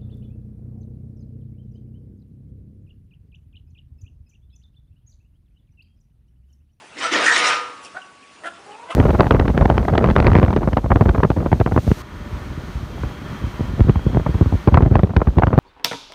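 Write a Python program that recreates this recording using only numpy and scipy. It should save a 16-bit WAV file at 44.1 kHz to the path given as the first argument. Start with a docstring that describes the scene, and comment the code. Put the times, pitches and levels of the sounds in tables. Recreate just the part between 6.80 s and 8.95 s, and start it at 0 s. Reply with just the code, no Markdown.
"""Hens and chicks in a straw-floored wire pen, over a quiet yard murmur of shaped noise with far chicks.
First a sheet-metal object is dragged: scraping noise, gliding squeaks and ringing modes; one thin tone sings on.
Then straw swishes in crackly noise and chicks cheep in short whistles, mostly falling.
A hen clucks three times, throat pulses and breath through resonances; before the last cluck another
starts to croon a rising, husky note built of smeared partials."""
import sys
import numpy as np
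from scipy import signal
from scipy.fft import rfft, irfft, next_fast_len
from scipy.io import wavfile
from scipy.ndimage import uniform_filter1d, map_coordinates

SR = 44100
rng = np.random.default_rng(int(sys.argv[2]) if len(sys.argv) > 2 else 0)


def persist_wave(psi):
    """Save psi, clipped to +-1, as 16-bit WAV."""
    counts = np.round(np.clip(psi, -1, 1) * 32767).astype(np.int16)
    wavfile.write(sys.argv[1], SR, np.atleast_2d(counts).T)


N = 94815


def amp(db):
    """dB to gain."""
    return 10 ** (np.asarray(db) / 20)


def unit(x):
    """x scaled to rms 1."""
    return x / np.sqrt(np.mean(x ** 2) + 1e-20)


def along(points, hz):
    """(Hz, value) points interpolated on a log frequency axis."""
    f, v = np.transpose(points)
    return np.interp(np.log(hz + 1), np.log(f + 1), v)


def curves(rows, fade_s=0.03):
    """One value per sample for each column after time, then a gate open while the table lasts."""
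    s, *cols = np.transpose(rows)
    t = np.arange(N) / SR
    gate = np.clip(np.minimum(t - s[0], s[-1] + fade_s - t) / fade_s, 0, 1)
    return [np.interp(t, s, c) for c in cols] + [gate]


def wobble(knots_per_s, size=N):
    """Smooth random curve through normally distributed knots."""
    knots = rng.standard_normal(int(size * knots_per_s / SR) + 4)
    return map_coordinates(knots, [np.arange(size) * knots_per_s / SR])


def filtered(x, response):
    """x through a complex response of frequency [Hz]."""
    m = next_fast_len(len(x) + SR // 2)
    return irfft(rfft(x, m) * response(np.fft.rfftfreq(m, 1 / SR)), m)[:len(x)]


def resonance(x, hz, width_hz):
    """x through two equal band-pass resonances in series; width_hz is that of one."""
    def response(f):
        damping = 1j * f * width_hz
        return (damping / (hz * hz - f * f + damping)) ** 2
    return filtered(x, response)


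def rush(spectrum, patchy_db):
    """Coloured noise of rms 1 with time-frequency patches of random gain."""
    z = signal.stft(rng.standard_normal(N + 512), nperseg=512)[2]
    field = uniform_filter1d(rng.standard_normal(z.shape), 4, 0)
    field = uniform_filter1d(field, 6, 1)
    x = signal.istft(z * amp(patchy_db * unit(field)), nperseg=512)[1][:N]
    return unit(filtered(x, lambda hz: amp(along(spectrum, hz))))


def add(track, s, x):
    """Mix x into track at time s."""
    part = track[round(s * SR):][:len(x)]
    part += x[:len(part)]


def glide(length_s, first_hz, last_hz, bend=1):
    """Phase of a gliding tone and its rounded envelope."""
    u = np.linspace(0, 1, round(length_s * SR))
    phase = 2 * np.pi * np.cumsum(first_hz + (last_hz - first_hz) * u ** bend) / SR
    return phase, np.abs(np.sin(np.pi * u ** 0.57)) ** 0.83


# murmur spectrum shape: (frequency [Hz], relative level [dB])
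YARD_SPECTRUM = [(24, -56), (40, -31), (63, -7), (153, -9), (184, -5.5), (232, -8.5), (292, -4),
                 (335, -9.5), (376, -8), (474, -9.5), (1020, -9.5), (1110, -10), (1610, -12.5),
                 (2560, -16.5), (10000, -26), (13000, -78), (22000, -120)]
# murmur level: (time [s], level [dB])
YARD_LEVEL = [(0, -46), (.9, -45.5), (1.35, -49.5), (1.7, -48), (2.15, -48)]
# far chicks: (time [s], level [dB])
TWITTER_LEVEL = [(0, -55), (1.0, -59), (1.6, -59), (1.8, -56.5), (2.15, -60.5)]
TWITTER_HZ, TWITTER_WIDTH_HZ = 2680, 780


def yard():
    """Distant murmur of slowly swelling coloured noise, with far chicks blurred to a noise band."""
    level_db, twitter_db = curves(YARD_LEVEL)[0], curves(TWITTER_LEVEL)[0]
    murmur = amp(level_db + 0.5 * wobble(7.68)) * rush(YARD_SPECTRUM, patchy_db=2.5)
    twitter = unit(resonance(rng.standard_normal(N), TWITTER_HZ, TWITTER_WIDTH_HZ))
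    return murmur + amp(twitter_db + 2.5 * wobble(28)) * twitter


# reverberation: (frequency [Hz], t60 [s])
PEN_DECAY = [(200, 0.87), (1000, 0.78), (4000, 0.59), (10000, 0.53)]


def pen(x):
    """Walls and roof answer: a noise tail in which each frequency dies at its own speed."""
    hz, t, z = signal.stft(rng.standard_normal(SR), SR, nperseg=256)
    decay = amp(-60 * t / along(PEN_DECAY, hz)[:, None])
    tail = signal.istft(z * decay, SR, nperseg=256)[1]
    late = np.pad(x, (400, 0))  # 9 ms pre-delay
    return signal.fftconvolve(late, tail / np.linalg.norm(tail))[:N]


# swishes: (start [s], length [s], level [dB])
SWISHES = [(1.03, 0.059, -44.5), (1.907, 0.025, -55)]
# spectrum shape: (frequency [Hz], relative level [dB])
STRAW_SPECTRUM = [(1470, -38), (2500, -7), (2730, -9), (3500, -8), (10200, -15), (13300, -64),
                  (22000, -120)]


def straw():
    """Brief swishes: noise bursts made crackly by fast random gain."""
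    level = np.zeros(N)
    for s, length_s, db in SWISHES:
        add(level, s, amp(db) * glide(length_s, 0, 0)[1])
    return level * amp(4.3 * wobble(280)) * rush(STRAW_SPECTRUM, patchy_db=6.0)


# cheeps: (start [s], length [s], level before common gain [dB], first pitch [Hz], last pitch [Hz])
CHEEPS = [(1.045, 0.0476, -46, 3190, 2420), (1.216, 0.025, -46, 3055, 2746), (1.236, .022, -59, 2700, 2850),
          (1.425, 0.04313, -53, 2710, 2190), (1.915, 0.031, -50.5, 3300, 2700),
          (1.939, 0.03, -47, 2530, 2520), (1.994, .025, -53, 2420, 2435)]
CHEEP_GAIN_DB = 3.5
CHEEP_BEND = 0.48  # exponent under 1: pitch moves early, then levels off


def chicks():
    """Short gliding whistles, made slightly husky by random level and phase."""
    out = np.zeros(N)
    for s, length_s, db, first_hz, last_hz in CHEEPS:
        phase, env = glide(length_s, first_hz, last_hz, CHEEP_BEND)
        level = amp(db + CHEEP_GAIN_DB + 2.5 * wobble(250, size=len(env)))
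        add(out, s, level * env * np.sin(phase + 1.05 * wobble(320, size=len(env))))
    return out


# croon: (time [s], mean pitch [Hz], level [dB], fundamental re level [dB])
CROON = [(1.76, 390, -62, 2), (1.805, 405.2, -51, 4.5), (1.84, 398.8, -57.5, -3), (1.875, 405.4, -49.5, 1),
         (1.91, 423.7, -42, -1), (1.94, 436, -48, -5), (1.97, 440.6, -47.5, -5), (1.99, 465.4, -44.5, -9),
         (2.012, 455.3, -49.5, -10), (2.035, 467.5, -38, -9), (2.058, 478.5, -46, -2),
         (2.075, 500, -45, -9), (2.106, 519, -42.5, -6), (2.136, 524, -39, -10), (2.15, 508, -42, -6)]
# overtones: (multiple of pitch, re level [dB])
CROON_OVERTONES = [(2, 1), (3, -10), (4, -15.5), (5, -16.5), (6, -26)]
QUAVER_KNOTS_PER_S, QUAVER_DB = 44.97, 1.5
HUSK, HUSK_KNOTS_PER_S = 0.65, 150
CROAK_DB, CROAK_HZ, CROAK_WIDTH_HZ = -3.5, 740, 990  # breathy noise, dB re smoothed level


def croon():
    """Soft, husky rising voice that quavers, each partial smeared on its own, in breathy noise."""
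    hz, level_db, first_db, gate = curves(CROON)
    phase = 2 * np.pi * np.cumsum(hz * (1 + 0.0149 * wobble(80))) / SR
    voice = np.zeros(N)
    for k, db in [(1, first_db)] + CROON_OVERTONES:
        in_phase = 1 + HUSK * wobble(HUSK_KNOTS_PER_S)
        quadrature = HUSK * wobble(HUSK_KNOTS_PER_S)
        voice += amp(db) * (in_phase * np.sin(k * phase) + quadrature * np.cos(k * phase))
    voice *= amp(level_db + QUAVER_DB * wobble(QUAVER_KNOTS_PER_S))
    croak = unit(resonance(rng.standard_normal(N), CROAK_HZ, CROAK_WIDTH_HZ))
    smooth_db = uniform_filter1d(level_db, size=SR // 16)
    return gate * (voice + amp(smooth_db + CROAK_DB) * croak)


# clucks: (first mean pitch [Hz], last mean pitch [Hz], low throat [Hz], high throat first [Hz],
#          high throat last [Hz], chest re low [dB], upper re high [dB], rasp re high [dB])
CLUCKS = [(319.9, 380, 674, 1260, 1416, -24, -22.5, -36.5), (314, 346, 597, 1760, 1484, -7, -13.5, -15),
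          (329.8, 330, 670, 2130, 1230, -14, -5, -9)]
# throat levels, one list per cluck: (time [s], low level [dB], high level [dB])
CLUCK_LEVELS = [
    [(1.138, -63, -63), (1.148, -38.5, -40), (1.16, -42.5, -40.5), (1.172, -33.5, -30), (1.202, -49, -47.5),
     (1.23, -60, -61), (1.235, -65, -60)],
    [(1.63, -61, -68), (1.636, -43, -39), (1.65, -32.5, -31), (1.67, -34, -26), (1.708, -50, -45.5),
     (1.73, -46, -52.5)],
    [(2.085, -53, -42), (2.095, -37, -53.5), (2.107, -28.5, -31.5), (2.117, -33, -31.5), (2.133, -51, -39),
     (2.15, -52, -50)],
]
CLUCK_GLIDE_S, JITTER, BREATHY, SHIMMER_DB = 0.042, 0.03, 0.83, 2
LOW_WIDTH_HZ, HIGH_WIDTH_HZ, CHEST_WIDTH_HZ = 315, 260, 160
UPPER_HZ, UPPER_WIDTH_HZ = 2800, 1070


def clucks():
    """Uneven throat pulses and gated breath through chest and throat resonances; the high one moves."""
    out = np.zeros(N)
    for voice, rows in zip(CLUCKS, CLUCK_LEVELS):
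        first_hz, last_hz, low_hz, high_hz, high_end_hz, chest_db, upper_db, rasp_db = voice
        low_db, high_db, gate = curves(rows, fade_s=0.006)
        u = np.clip((np.arange(N) / SR - rows[0][0]) / CLUCK_GLIDE_S, 0, 1)
        pitch_hz = (first_hz + (last_hz - first_hz) * u) * (1 + JITTER * wobble(150))
        cycle = np.cumsum(pitch_hz) / SR
        pulses = unit(np.diff(np.floor(cycle), prepend=0) * amp(SHIMMER_DB * wobble(212)))
        breath = unit(rng.standard_normal(N) * np.exp(-1.5 * (cycle % 1)))  # fades within each cycle
        source = pulses + BREATHY * breath

        deep = unit(resonance(source, low_hz, LOW_WIDTH_HZ))
        deep += amp(chest_db) * unit(resonance(source, first_hz, CHEST_WIDTH_HZ))
        bright = np.sqrt(1 - u) * unit(resonance(source, high_hz, HIGH_WIDTH_HZ))
        bright += np.sqrt(u) * unit(resonance(source, high_end_hz, HIGH_WIDTH_HZ))
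        bright += amp(upper_db) * unit(resonance(source, UPPER_HZ, UPPER_WIDTH_HZ))
        bright += amp(rasp_db) * breath
        out += gate * (amp(low_db) * deep + amp(high_db) * bright)
    return out


SING_HZ, SING_DB, SING_FROM_S, SING_FULL_S, SING_T60_S = 1127, -41, 0.3, 0.52, 5.4


def singing():
    """One mode of the sheet: builds up during the drag, then fades slowly, long after it."""
    t = np.arange(N) / SR
    rise = np.clip((t - SING_FROM_S) / (SING_FULL_S - SING_FROM_S), 0, 1)
    fade_db = -60 * np.maximum(t - SING_FULL_S, 0) / SING_T60_S
    return amp(SING_DB + fade_db + 1.2 * wobble(12)) * rise * np.sin(2 * np.pi * SING_HZ * t)


# drag: (time [s], level before layer gains [dB], rumble re level before its gain [dB], hiss re level [dB])
DRAG = [(0.13, -63, 3, -7), (0.178, -39.5, -1.5, -14), (0.2, -36, 5.5, 3), (0.21, -30, -27, -15.5),
        (0.234, -24.5, -16, -6.5), (0.264, -29, 0, -6), (0.304, -36.5, -11, -15), (0.312, -34.5, -8, -19),
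        (0.326, -23.5, -6.5, -7), (0.348, -21.5, 1, -7.5), (0.394, -25, 0.5, -14), (0.456, -24.5, -3.5, -3),
        (0.546, -24.5, -24, -6.5), (0.57, -21.5, -2.5, -8.5), (0.638, -24.5, -17, -7.5),
        (0.658, -21, -38, -9), (0.688, -24, -23, -5), (0.732, -24.5, -13, -12), (0.8, -40, -6, -11)]
# spectrum shapes: (frequency [Hz], relative level [dB])
SCRAPE_SPECTRUM = [(290, -34.5), (500, -5), (536, -13.5), (739, -6), (842, -12.5), (913, -10), (1180, -6),
                   (1380, -6), (1590, -8.5), (1840, -1.5), (5500, -17), (7150, -37), (12100, -120)]
RUMBLE_SPECTRUM = [(76, -58), (130, -21), (303, -8), (382, -7), (475, -7), (513, -8), (700, -5), (910, -32),
                   (1540, -120)]
HISS_SPECTRUM = [(2470, -41), (4200, -13), (4870, -1.5), (5530, 4.5), (6070, 5), (9610, -4.5),
                 (10200, -14.5), (13300, -44.5), (22000, -120)]
# modes of the sheet: (frequency [Hz], relative level [dB], t60 [s])
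SHEET_MODES = [(310, -1.5, 0.13), (492.4, -1.5, 0.41), (904, -2.5, 0.36), (953.4, -3, 0.64), (991, 1, 0.19),
               (1236.2, 1, .5), (1346, 2.5, 0.4), (1464, 1, 0.5), (1585, -4, 0.25), (2167, -12, .5),
               (2650, -18.5, 0.46), (3106, -4, 0.24), (3640, -2.5, 0.3), (4000, -20, 0.79)]
# rough squeaks: (start [s], length [s], level [dB], first pitch [Hz], last pitch [Hz], smear [knots/s])
SQUEAKS = [(0.164, 0.072, -35, 310, 288, 92), (0.23, 0.085, -26, 1380, 1257, 170),
           (0.309, 0.059, -26, 310, 334, 168), (.34, .06, -27, 1827, 1867, 195),
           (.36, .16, -31.5, 493, 482, 40.7), (0.423, .06, -24.5, 1596, 1450, 194),
           (0.457, 0.0894, -15.5, 1880, 1841, 255.7), (0.453, 0.092, -19, 1600, 1600, 791.5),
           (0.527, 0.073, -27.5, 3725, 3518, 896), (0.652, 0.049, -29, 4000, 4020, 200),
           (0.632, .08, -25.5, 1298, 1387, 166), (0.638, 0.034, -23, 2350, 2285, 297),
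           (0.702, 0.051, -25, 1522, 1537, 391)]
SCRAPE_GAIN_DB, RUMBLE_GAIN_DB, RING_GAIN_DB = 3, -4, -3
DRAG_CUT_HZ = 81  # second-order bass roll-off of the drag sound


def drag():
    """Gritty friction noise in three layers keeps the sheet's modes ringing; squeaks are smeared glides."""
    level_db, rumble_db, hiss_db, gate = curves(DRAG)
    grit = gate * amp(level_db + 0.56 * wobble(59.3) + 1.24 * wobble(300))
    scrape = grit * amp(SCRAPE_GAIN_DB) * rush(SCRAPE_SPECTRUM, patchy_db=2.0)
    hiss = grit * amp(hiss_db) * rush(HISS_SPECTRUM, patchy_db=5.5)
    rumble = gate * amp(level_db + rumble_db + RUMBLE_GAIN_DB + 0.54 * wobble(69.2))
    rumble *= rush(RUMBLE_SPECTRUM, patchy_db=2.0)

    t = np.arange(N) / SR
    ring = sum(amp(db - 60 * t / t60_s) * np.sin(2 * np.pi * hz * t) for hz, db, t60_s in SHEET_MODES)
    rung = signal.fftconvolve(grit * rng.standard_normal(N), ring / np.linalg.norm(ring))[:N]
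    out = scrape + hiss + rumble + amp(RING_GAIN_DB) * rung

    for s, length_s, db, first_hz, last_hz, knots_per_s in SQUEAKS:
        phase, env = glide(length_s, first_hz, last_hz)
        in_phase = wobble(knots_per_s, size=len(env)) + 0.55
        quadrature = wobble(knots_per_s, size=len(env))
        add(out, s, amp(db) * env * (in_phase * np.cos(phase) + quadrature * np.sin(phase)))
    return filtered(out, lambda hz: hz ** 2 / np.hypot(hz ** 2, DRAG_CUT_HZ ** 2))


METAL_PEN_DB, BIRDS_PEN_DB = -10, -14.5  # reverberation sends


def scene():
    """Yard, birds, straw and metal, with the pen's reverberation, in one channel."""
    metal = drag()
    birds = clucks() + croon() + chicks() + straw()
    echo = pen(amp(METAL_PEN_DB) * metal + amp(BIRDS_PEN_DB) * birds)
    return (metal + singing() + birds + echo + yard())[None]


LOW_CUT_HZ, TOP_HZ = 156, 10300


def record(dry):
    """First-order bass roll-off and a sharp upper band limit."""
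    return filtered(dry[0], lambda hz: (hz < TOP_HZ) * hz / np.hypot(hz, LOW_CUT_HZ))[None]


dry = scene()
out = record(dry)
persist_wave(out)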